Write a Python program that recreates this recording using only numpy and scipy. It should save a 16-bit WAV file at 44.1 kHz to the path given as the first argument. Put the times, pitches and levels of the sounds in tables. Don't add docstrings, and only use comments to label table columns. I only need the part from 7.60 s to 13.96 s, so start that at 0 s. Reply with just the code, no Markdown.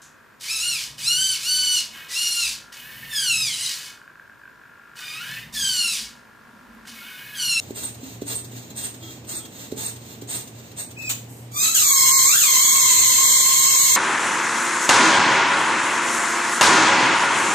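import sys
import numpy as np
from scipy import signal
from scipy.fft import rfft, irfft
from scipy.io import wavfile
from scipy.ndimage import uniform_filter1d

SR = 44100
rng = np.random.default_rng(int(sys.argv[2]) if len(sys.argv) > 2 else 0)


def voltage_ratio(decibels):
    exponent = np.asarray(decibels, float) / 20
    return 10 ** exponent


def generate_wav(signal):
    frames = np.transpose(np.atleast_2d(signal))
    scaled = np.clip(frames, -1, 1) * 32767
    pcm = np.round(scaled).astype(np.int16)
    wavfile.write(sys.argv[1], SR, pcm)


N = 280476
T = np.arange(N) / SR

# (time [s], flow level [dB], jet share [dB])
LIP_FLOW = [(3.92, -45.5, -6), (3.972, -24, -19), (4.034, -19, -4.5), (4.12, -28.5, -5.5), (4.142, -30, -1),
            (4.146, -13, -10), (4.21, -18.5, -4), (4.3, -18, -6), (4.65, -18.5, -4), (4.792, -14.5, -11),
            (4.9, -18.5, -5.5), (5.02, -18, -5.5), (5.13, -20, -3), (6.36, -20.5, -2.5)]
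# (time [s], roughness [0-1])
LIP_SLACK = [(3.91, .6), (4.138, 1), (4.146, .2), (4.6, .35), (4.95, .64), (6.36, .6)]
# (tightest time [s], pitch rise [Hz], tightening [s], relaxing [s])
LIP_TUGS = [
    (4.03, 55, .04, .06),
    (4.138, 235, .25, .003),
    (4.144, 260, .002, .012),
    (4.146, 470, .003, .072),
    (4.28, 38, .08, .14),
    (4.55, 22, .04, .04),
    (4.779, 730, .055, .046),
    (5.05, 62, .07, .14),
    (6.22, 36, .4, .1),
]
# (frequency [Hz], level [dB])
LIP_SPECTRUM = [(900, -9.5), (1500, -6.5), (2200, -10), (2700, -6.5), (3200, -6.5), (3800, -4),
                (4300, -10.5), (5000, -10), (5500, -7.5), (6600, -1.5), (7500, -0.5), (8500, -8),
                (12000, -6.5), (15500, -11.5)]
# (frequency [Hz], level [dB])
JET_SPECTRUM = [(200, -18), (1300, -26), (1700, -18), (2700, -15.5), (3250, -10), (3600, -11.5),
                (4300, -6.5), (4900, -15.5), (5400, -18), (6500, -0.5), (8400, -6.5), (12000, -12.5),
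                (15500, -19)]
SLACK_HZ, TUG_POWER, CLEANING_HZ, TIGHT_ROUGH = 1047, 1.4, 300, 0.06
JITTER, WANDER = 0.021, 0.015
LOW_BEADING, HIGH_BLUR = 0.28, 0.1
SLACK_THIRD_DB = -14.5
TIGHT_TILT_DB_PER_OCTAVE = 2.5
RESTART_S, RESTART_THIN_DB, RESTART_FILL_S = 4.146, -8, 0.08

# (time [s], pitch [Hz], level [dB])
NECK_SQUEAK = [
    (3.36, 2460, -69),
    (3.385, 2590, -45.5),
    (3.44, 2578, -45.5),
    (3.492, 2503, -41.5),
]
# (multiple of pitch, level [dB])
SQUEAK_PARTIALS = [(1, 10), (2, -5), (3, -6), (4, -3), (5, -13), (6, -4)]
# (frequency [Hz], level [dB])
PUFF_SPECTRUM = [(200, -10), (1500, -6.5), (4000, 1), (5200, -7), (7000, 6.5), (8500, 2), (13000, -5.5),
                 (15500, 3)]
LEAK_SPECTRUM = [(2000, -33), (6000, 3), (10000, 14), (15500, 1)]   # (frequency [Hz], level [dB])
SQUEAK_ROUGH = 0.45
POP_S, POP_DB, POP_ATTACK_S, POP_HOLD_S = 3.489, -24.5, 0.005, 0.03
POP_TAIL_DB, POP_TAIL_S = -36.5, 0.034
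LEAK_S, LEAK_DB, LEAK_RISE_S, LEAK_FALL_S = 3.71, -52.5, 0.03, 0.14

# (push start [s], push length [s], push level [dB], following pull level [dB])
PUMP_STROKES = [
    (-0.352, 0.19, -40, -49.5),
    (0.135, 0.18, -39.5, -49),
    (0.646, 0.185, -40.5, -50),
    (1.143, 0.185, -40.5, -50.5),
    (1.661, 0.16, -40, -49),
    (2.149, 0.2, -39.5, -51),
    (2.67, 0.17, -40, -55.5),
    (3.155, 0.1, -41.5, -51),
]
# (time [s], level [dB])
PISTON_TURNS = [(0.108, -51), (0.35, -50), (0.62, -44), (0.849, -44.5), (1.107, -50.5), (1.346, -47),
                (1.65, -54), (1.856, -44.5), (2.121, -47), (2.365, -51), (2.619, -45.5), (2.878, -48),
                (3.118, -52.5), (3.313, -47), (3.423, -52)]
# (frequency [Hz], level [dB])
HISS_SPECTRUM = [(300, 0.5), (1000, -5.5), (2500, -6), (4000, -0.5), (5100, -7.5), (6500, 0.5),
                 (8500, -2.5), (12000, 3.5), (15500, -0.5)]
# (loudest time [s], pitch there [Hz], level [dB], valve-opening chirp [dB])
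NOZZLE_WHISTLES = [
    (0.258, 8380, -28, -37),
    (0.772, 8150, -28, -36),
    (1.253, 8370, -26.5, -34.5),
    (1.774, 8150, -31, -39.5),
    (2.267, 8300, -28, -41.5),
    (2.765, 8430, -26.5, -34.5),
    (3.236, 8460, -44, -33.5),
]
PUSH_ATTACK_S, PUSH_SAG_DB, PUSH_SAG_POWER = 0.027, 24, 4.86
PULL_AFTER_S, PULL_RISE_S, PULL_FALL_S = 0.33, 0.071, 0.11
TURN_S = 0.0061
PUSH_BRIGHT_DB, PULL_BRIGHT_DB, TURN_BRIGHT_DB = -5, -5, -4.5
PUSH_EDGE_DB = 3.5
CHIRP_HZ, CHIRP_AFTER_S, CHIRP_RISE_S, CHIRP_FALL_S = 8400, 0.034, 0.018, 0.056
WHISTLE_SAG_HZ_PER_S, SWELL_S, DIE_S = 22000, 0.032, 0.0059

# (time [s], peak level [dB], barrel pitch [Hz], barrel ring [dB])
PISTON_KNOCKS = [
    (0.103, -22, 387, -56),
    (0.428, -37, 264, -1.5),
    (0.616, -20.5, 289, -20),
    (0.838, -39, 203, -30),
    (0.929, -38.5, 255, -3),
    (1.11, -36.5, 224.4, -11),
    (2.12, -18, 411, -25),
    (2.166, -30, 273, -24),
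    (2.618, -28.5, 277, -15),
    (3.129, -38, 323, -32),
]
# (time [s], peak level [dB])
VALVE_TICKS = [
    (0.1496, -38),
    (0.666, -27.5),
    (1.1723, -29),
    (1.6897, -31),
    (2.163, -35),
    (2.6733, -30),
    (3.1628, -34),
    (3.385, -36),
    (3.461, -28.5),
]
TICK_ATTACK_S = 0.0015

# (frequency [Hz], level [dB])
FLOOR_SPECTRUM = [(24, -65), (40, -12), (114, -7), (188, -8.5), (235, -4), (359, -12), (427, -11.5),
                  (522, -15), (686, -16), (1350, -26), (1770, -25), (2840, -26), (5860, -32.5), (8310, -35),
                  (15500, -42.5)]
# (frequency [Hz], likeness [0-1])
FLOOR_LIKENESS = [(30, .2), (60, 0.9), (150, 0.98), (300, 0.93), (700, 0.38), (1400, 0.015)]
# (start [s], length [s], pitch [Hz], level [dB])
HORN_BLASTS = [
    (1.415, 0.15, 325.5, -55),
    (1.7, 0.2, 327.5, -56),
]
# (multiple of pitch, level [dB])
HORN_PARTIALS = [(1, 7), (4, -4), (10, 6.5), (11, 0)]
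ROOM_DB, HUM_HZ, HUM_DB, HUM_ROUGH, HUM_FLUTTER_HZ = -44, 118.5, -46.5, 0.6, 6.5
DUCK_S, DUCK_RAMP_S, ROOM_DUCK_DB, HUM_DUCK_DB = 4, 0.26, -7, -13
HORN_ATTACK_S, HORN_RELEASE_S, HORN_EDGE_DB = 0.025, 0.07, -12
ROOM_T60_S = 0.34

# (frequency [Hz], gain [dB])
PORT_GAIN = [(45, -24), (75, 0), (8600, 0), (9400, -6), (9900, -10), (11450, -11), (11600, 0), (15450, 0),
             (15700, -60)]
# (frequency [Hz], width [Hz], gain [dB])
PORT_CAVITIES = [(6750, 200, 3), (7500, 200, 3), (8460, 120, 5)]
# (frequency [Hz], threshold [dB])
MASK_THRESHOLD = [(2150, -40), (2400, -12), (3000, -6), (3500, -6), (3800, -11), (4200, -20), (4900, -9.5),
                  (5400, -13), (6000, -18), (8700, -20), (9150, -7), (11400, -7), (11800, -24)]


def in_time(rows, fade_s=0.0036):
    s, *columns = np.transpose(rows)
    if s[0] > 0:
        gate = np.clip(np.minimum(T - s[0], s[-1] + fade_s - T) / fade_s, 0, 1)
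    else:
        gate = 1.0 * (T <= s[-1])
    return [gate] + [np.interp(T, s, c) for c in columns]


def swell(s, rise_s, fall_s, power=2):
    return np.exp(-np.abs((T - s) / np.where(T < s, rise_s, fall_s)) ** power)


def at_hz(points, hz):
    points_hz, values = np.array(points).T
    return np.interp(np.log(np.maximum(hz, 1)), np.log(points_hz), values)


def colour(x, points):
    return irfft(rfft(x) * voltage_ratio(at_hz(points, np.fft.rfftfreq(N, 1 / SR))), N)


def filtered(x, order, hz, kind):
    return signal.sosfilt(signal.butter(order, hz, kind, fs=SR, output="sos"), x)


def rms_one(x):
    return x / np.sqrt(np.mean(x ** 2))


def drift(rate_hz):
    r = np.exp(-2 * np.pi * rate_hz / SR)
    settle = 9000
    return rms_one(signal.lfilter([1], [1, -2 * r, r * r], rng.standard_normal(N + settle))[settle:])


def jet(points, patchy_db, alike):
    both, left, right = rng.standard_normal((3, N))
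    noise = np.sqrt(alike) * both + np.sqrt(1 - alike) * np.array([left, right])
    air = colour(noise, points) * voltage_ratio(patchy_db * drift(20.3))
    return air / np.std(filtered(air[0], 4, [1000, 9000], "band"))


def partial(turns, rough, flutter_hz):
    rough = np.clip(rough, 0, 1)
    flutter = drift(flutter_hz) + 1j * drift(flutter_hz)
    shake = np.sqrt(1 - rough) + np.sqrt(rough / 2) * flutter
    return np.sqrt(2) * np.real(shake * np.exp(2j * np.pi * turns))


def tone(rows, orders, rough, flutter_hz):
    gate, hz, level_db = in_time(rows)
    turns = np.cumsum(hz) / SR
    partials = sum(voltage_ratio(db) * partial(round(k) * turns, rough, flutter_hz) for k, db in orders)
    return gate * voltage_ratio(level_db) * partials


def squeal():
    _, flow_db, jet_db = in_time(LIP_FLOW)
    gate, slack = in_time(LIP_SLACK, fade_s=0.0073)
    rise_hz = sum(hz * swell(s, tighten_s, relax_s, TUG_POWER) for s, hz, tighten_s, relax_s in LIP_TUGS)
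    loose = np.exp(-rise_hz / CLEANING_HZ)
    hz = SLACK_HZ + rise_hz
    rough = TIGHT_ROUGH + (slack - TIGHT_ROUGH) * loose
    unsteady = JITTER * drift(60) + WANDER * drift(9)
    turns = np.cumsum(hz * (1 + rough * unsteady)) / SR
    lips = np.zeros(N)
    for k in range(1, 15):
        level_db = at_hz(LIP_SPECTRUM, k * hz)
        level_db += TIGHT_TILT_DB_PER_OCTAVE * (1 - loose) * np.clip(np.log2(k / 4), -1, 0.6)
        if k == 1:
            level_db += RESTART_THIN_DB * (T > RESTART_S) * swell(RESTART_S, RESTART_FILL_S, RESTART_FILL_S)
        if k == 3:
            level_db += SLACK_THIRD_DB * loose * (1 - slack) ** 2
        blur = rough + LOW_BEADING / k + HIGH_BLUR * max(k - 8, 0)
        lips += voltage_ratio(level_db) * (k * hz < 16000) * partial(k * turns, blur, flutter_hz=36 + 14 * k)
    puffs = 1 + 0.35 * np.cos(2 * np.pi * turns)
    air = voltage_ratio(jet_db + 5.4 * (rough - 0.4659)) * puffs * jet(JET_SPECTRUM, patchy_db=1.3, alike=0.37)
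    return gate * voltage_ratio(flow_db) * (voltage_ratio(-7) * lips + air)


def pop():
    squeak = tone(NECK_SQUEAK, SQUEAK_PARTIALS, SQUEAK_ROUGH, flutter_hz=41.2)
    age = np.maximum(T - POP_S, 0)
    decay = voltage_ratio(POP_DB) * np.exp(-(age / POP_HOLD_S) ** 4) + voltage_ratio(POP_TAIL_DB) * np.exp(-age / POP_TAIL_S)
    puff = (1 - np.exp(-(age / POP_ATTACK_S) ** 2)) * decay
    leak = voltage_ratio(LEAK_DB) * swell(LEAK_S, LEAK_RISE_S, LEAK_FALL_S)
    return (squeak + puff * jet(PUFF_SPECTRUM, patchy_db=0.5, alike=0.37)
            + leak * jet(LEAK_SPECTRUM, patchy_db=1.0, alike=0.43))


def pump():
    push = np.zeros(N)
    for s, length_s, db, _ in PUMP_STROKES:
        age = np.maximum(T - s, 0)
        sag_db = PUSH_SAG_DB * (age / length_s) ** PUSH_SAG_POWER
        push += voltage_ratio(db - sag_db) * (1 - np.exp(-(age / PUSH_ATTACK_S) ** 2))
    pull = sum(voltage_ratio(db) * swell(s + PULL_AFTER_S, PULL_RISE_S, PULL_FALL_S) for s, _, _, db in PUMP_STROKES)
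    turn = sum(voltage_ratio(db) * swell(s, TURN_S, TURN_S) for s, db in PISTON_TURNS)
    air = jet(HISS_SPECTRUM, patchy_db=2.0, alike=0.86)
    low = filtered(air, 6, 10500, "low")
    top = filtered(air, 6, 10500, "high")
    edge = filtered(air, 2, [8800, 9800], "band")
    bright = voltage_ratio(PUSH_BRIGHT_DB) * push + voltage_ratio(PULL_BRIGHT_DB) * pull + voltage_ratio(TURN_BRIGHT_DB) * turn
    hiss = (push + pull + turn) * low + bright * top + voltage_ratio(PUSH_EDGE_DB) * push * edge
    return voltage_ratio(4.0) * hiss + voltage_ratio(-2.5) * whistle()


def whistle():
    chirp, note = np.zeros(N), np.zeros(N)
    for (peak_s, _, note_db, chirp_db), (push_s, *_) in zip(NOZZLE_WHISTLES, PUMP_STROKES[1:]):
        chirp += voltage_ratio(chirp_db) * swell(push_s + CHIRP_AFTER_S, CHIRP_RISE_S, CHIRP_FALL_S)
        note += voltage_ratio(note_db) * swell(peak_s, SWELL_S, DIE_S, power=1.26)
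    table = np.array(NOZZLE_WHISTLES)
    nearest = np.argmin(np.abs(T[:, None] - table[:, 0]), axis=1)
    peak_s, peak_hz = table[nearest, :2].T
    hz = peak_hz - WHISTLE_SAG_HZ_PER_S * np.clip(T - peak_s, -0.08, 0.01)
    return (chirp * partial(CHIRP_HZ * T, rough=0.9, flutter_hz=170)
            + note * partial(np.cumsum(hz) / SR, rough=0.8, flutter_hz=150))


def knocks():
    out = np.zeros(N)
    for s, peak_db, barrel_hz, ring_db in PISTON_KNOCKS:
        age = np.maximum(T - s - 0.0035, 0)
        push = 1 - np.exp(-(age / 0.0014) ** 2)
        thud = np.exp(-age / 0.0043) * np.sin(2 * np.pi * 390 * age - 1.1)
        thud += 0.66 * np.exp(-age / 0.0039) * np.sin(2 * np.pi * 270 * age)
        ring = voltage_ratio(ring_db) * np.exp(-age / 0.044) * np.sin(2 * np.pi * barrel_hz * age)
        out += voltage_ratio(peak_db + 3.0) * push * (thud + ring)
    return out


def ticks():
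    shape = np.zeros(N)
    for s, db in VALVE_TICKS:
        age = T - s
        shape += voltage_ratio(db - 11.5) * np.clip(age / TICK_ATTACK_S, 0, 1) * np.exp(-np.abs(age) / 0.016)
    return shape * jet(JET_SPECTRUM, patchy_db=3.5, alike=0.53)


def horn():
    out = np.zeros(N)
    for s, length_s, hz, db in HORN_BLASTS:
        end_s, edge_db = s + length_s, db + HORN_EDGE_DB
        rows = [(s, hz, edge_db), (s + HORN_ATTACK_S, hz, db), (end_s - HORN_RELEASE_S, hz, db), (end_s, hz, edge_db)]
        out += tone(rows, HORN_PARTIALS, rough=0.3, flutter_hz=25)
    return out


def room_floor():
    ducked = np.clip((T - DUCK_S) / DUCK_RAMP_S, 0, 1)
    hz = np.fft.rfftfreq(N, 1 / SR)
    alike = np.clip(at_hz(FLOOR_LIKENESS, hz), 0, 1)
    mid, side = rfft(rng.standard_normal((2, N))) * voltage_ratio(at_hz(FLOOR_SPECTRUM, hz))
    noise = irfft(np.sqrt(1 + alike) * mid + np.sqrt(1 - alike) * side * [[1], [-1]], N)
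    hum = voltage_ratio(HUM_DB + HUM_DUCK_DB * ducked) * partial(HUM_HZ * T, HUM_ROUGH, HUM_FLUTTER_HZ)
    return voltage_ratio(ROOM_DB + ROOM_DUCK_DB * ducked) * rms_one(noise) * voltage_ratio([[-0.7], [0.7]]) + hum + horn()


def heard(x, lag_s, pan_db, near_db, wet_db):
    x = x * np.ones((2, 1))
    age = np.arange(SR // 2) / SR
    near = voltage_ratio(near_db - 60 * age / 0.055) / np.sqrt(0.0025 * SR)
    walls = voltage_ratio(wet_db - 60 * age / ROOM_T60_S) / np.sqrt(0.0095 * SR)
    tail = rng.standard_normal((2, len(age))) * (near + walls) * np.clip(age / 0.002, 0, 1)
    late = np.exp(-2j * np.pi * np.fft.rfftfreq(N, 1 / SR) * lag_s)
    pan = voltage_ratio([[pan_db / 2], [-pan_db / 2]])
    direct = np.array([irfft(rfft(x[0]) * late, N), x[1]])
    return (direct + signal.fftconvolve(x, tail, axes=1)[:, :N]) * pan


def scene():
    return (heard(squeal(), lag_s=0.000453, pan_db=-0.5, near_db=-8.5, wet_db=-3.5)
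            + heard(ticks() + pop(), lag_s=0.00014, pan_db=-1.0, near_db=-11.5, wet_db=-6.5)
            + heard(pump(), lag_s=0.000262, pan_db=-1.5, near_db=-8.5, wet_db=-6.0)
            + heard(knocks(), lag_s=0.00005, pan_db=-3.0, near_db=-39, wet_db=-11)
            + room_floor())


def masked(x):
    hz, s, bins = signal.stft(x, SR, nperseg=2048)
    power = np.sum(np.abs(bins[:, :1024]) ** 2, axis=0).reshape(128, 8, -1).mean(axis=1)
    relative_db = 10 * np.log10(power / power[6:90].mean(axis=0) + 1e-12)
    margin_db = relative_db - at_hz(MASK_THRESHOLD, hz[4:1024:8, None])
    whim = np.repeat(rng.standard_normal((64, len(s))), 2, axis=0)
    whim = np.repeat(whim, 3, axis=1)[:, :len(s)]
    keep = uniform_filter1d(margin_db, size=3, axis=1) + 3.5 * whim > 0
    bins[:, :1024] *= np.where(np.repeat(keep, 8, axis=0), 1, 0.003)
    return signal.istft(bins, SR, nperseg=2048)[1][:, :N]


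def roll_off(x):
    return signal.sosfilt(signal.butter(12, 15810, fs=SR, output="sos"), x)


def record(dry):
    hz = np.fft.rfftfreq(N, 1 / SR)
    gain_db = at_hz(PORT_GAIN, hz)
    for peak_hz, width_hz, db in PORT_CAVITIES:
        gain_db += db / (1 + (2 * (hz - peak_hz) / width_hz) ** 2)
    limited = 0.9 * np.tanh(irfft(rfft(dry) * voltage_ratio(gain_db), N) / 0.9)
    return roll_off(masked(limited))


dry = scene()
out = record(dry)
generate_wav(out)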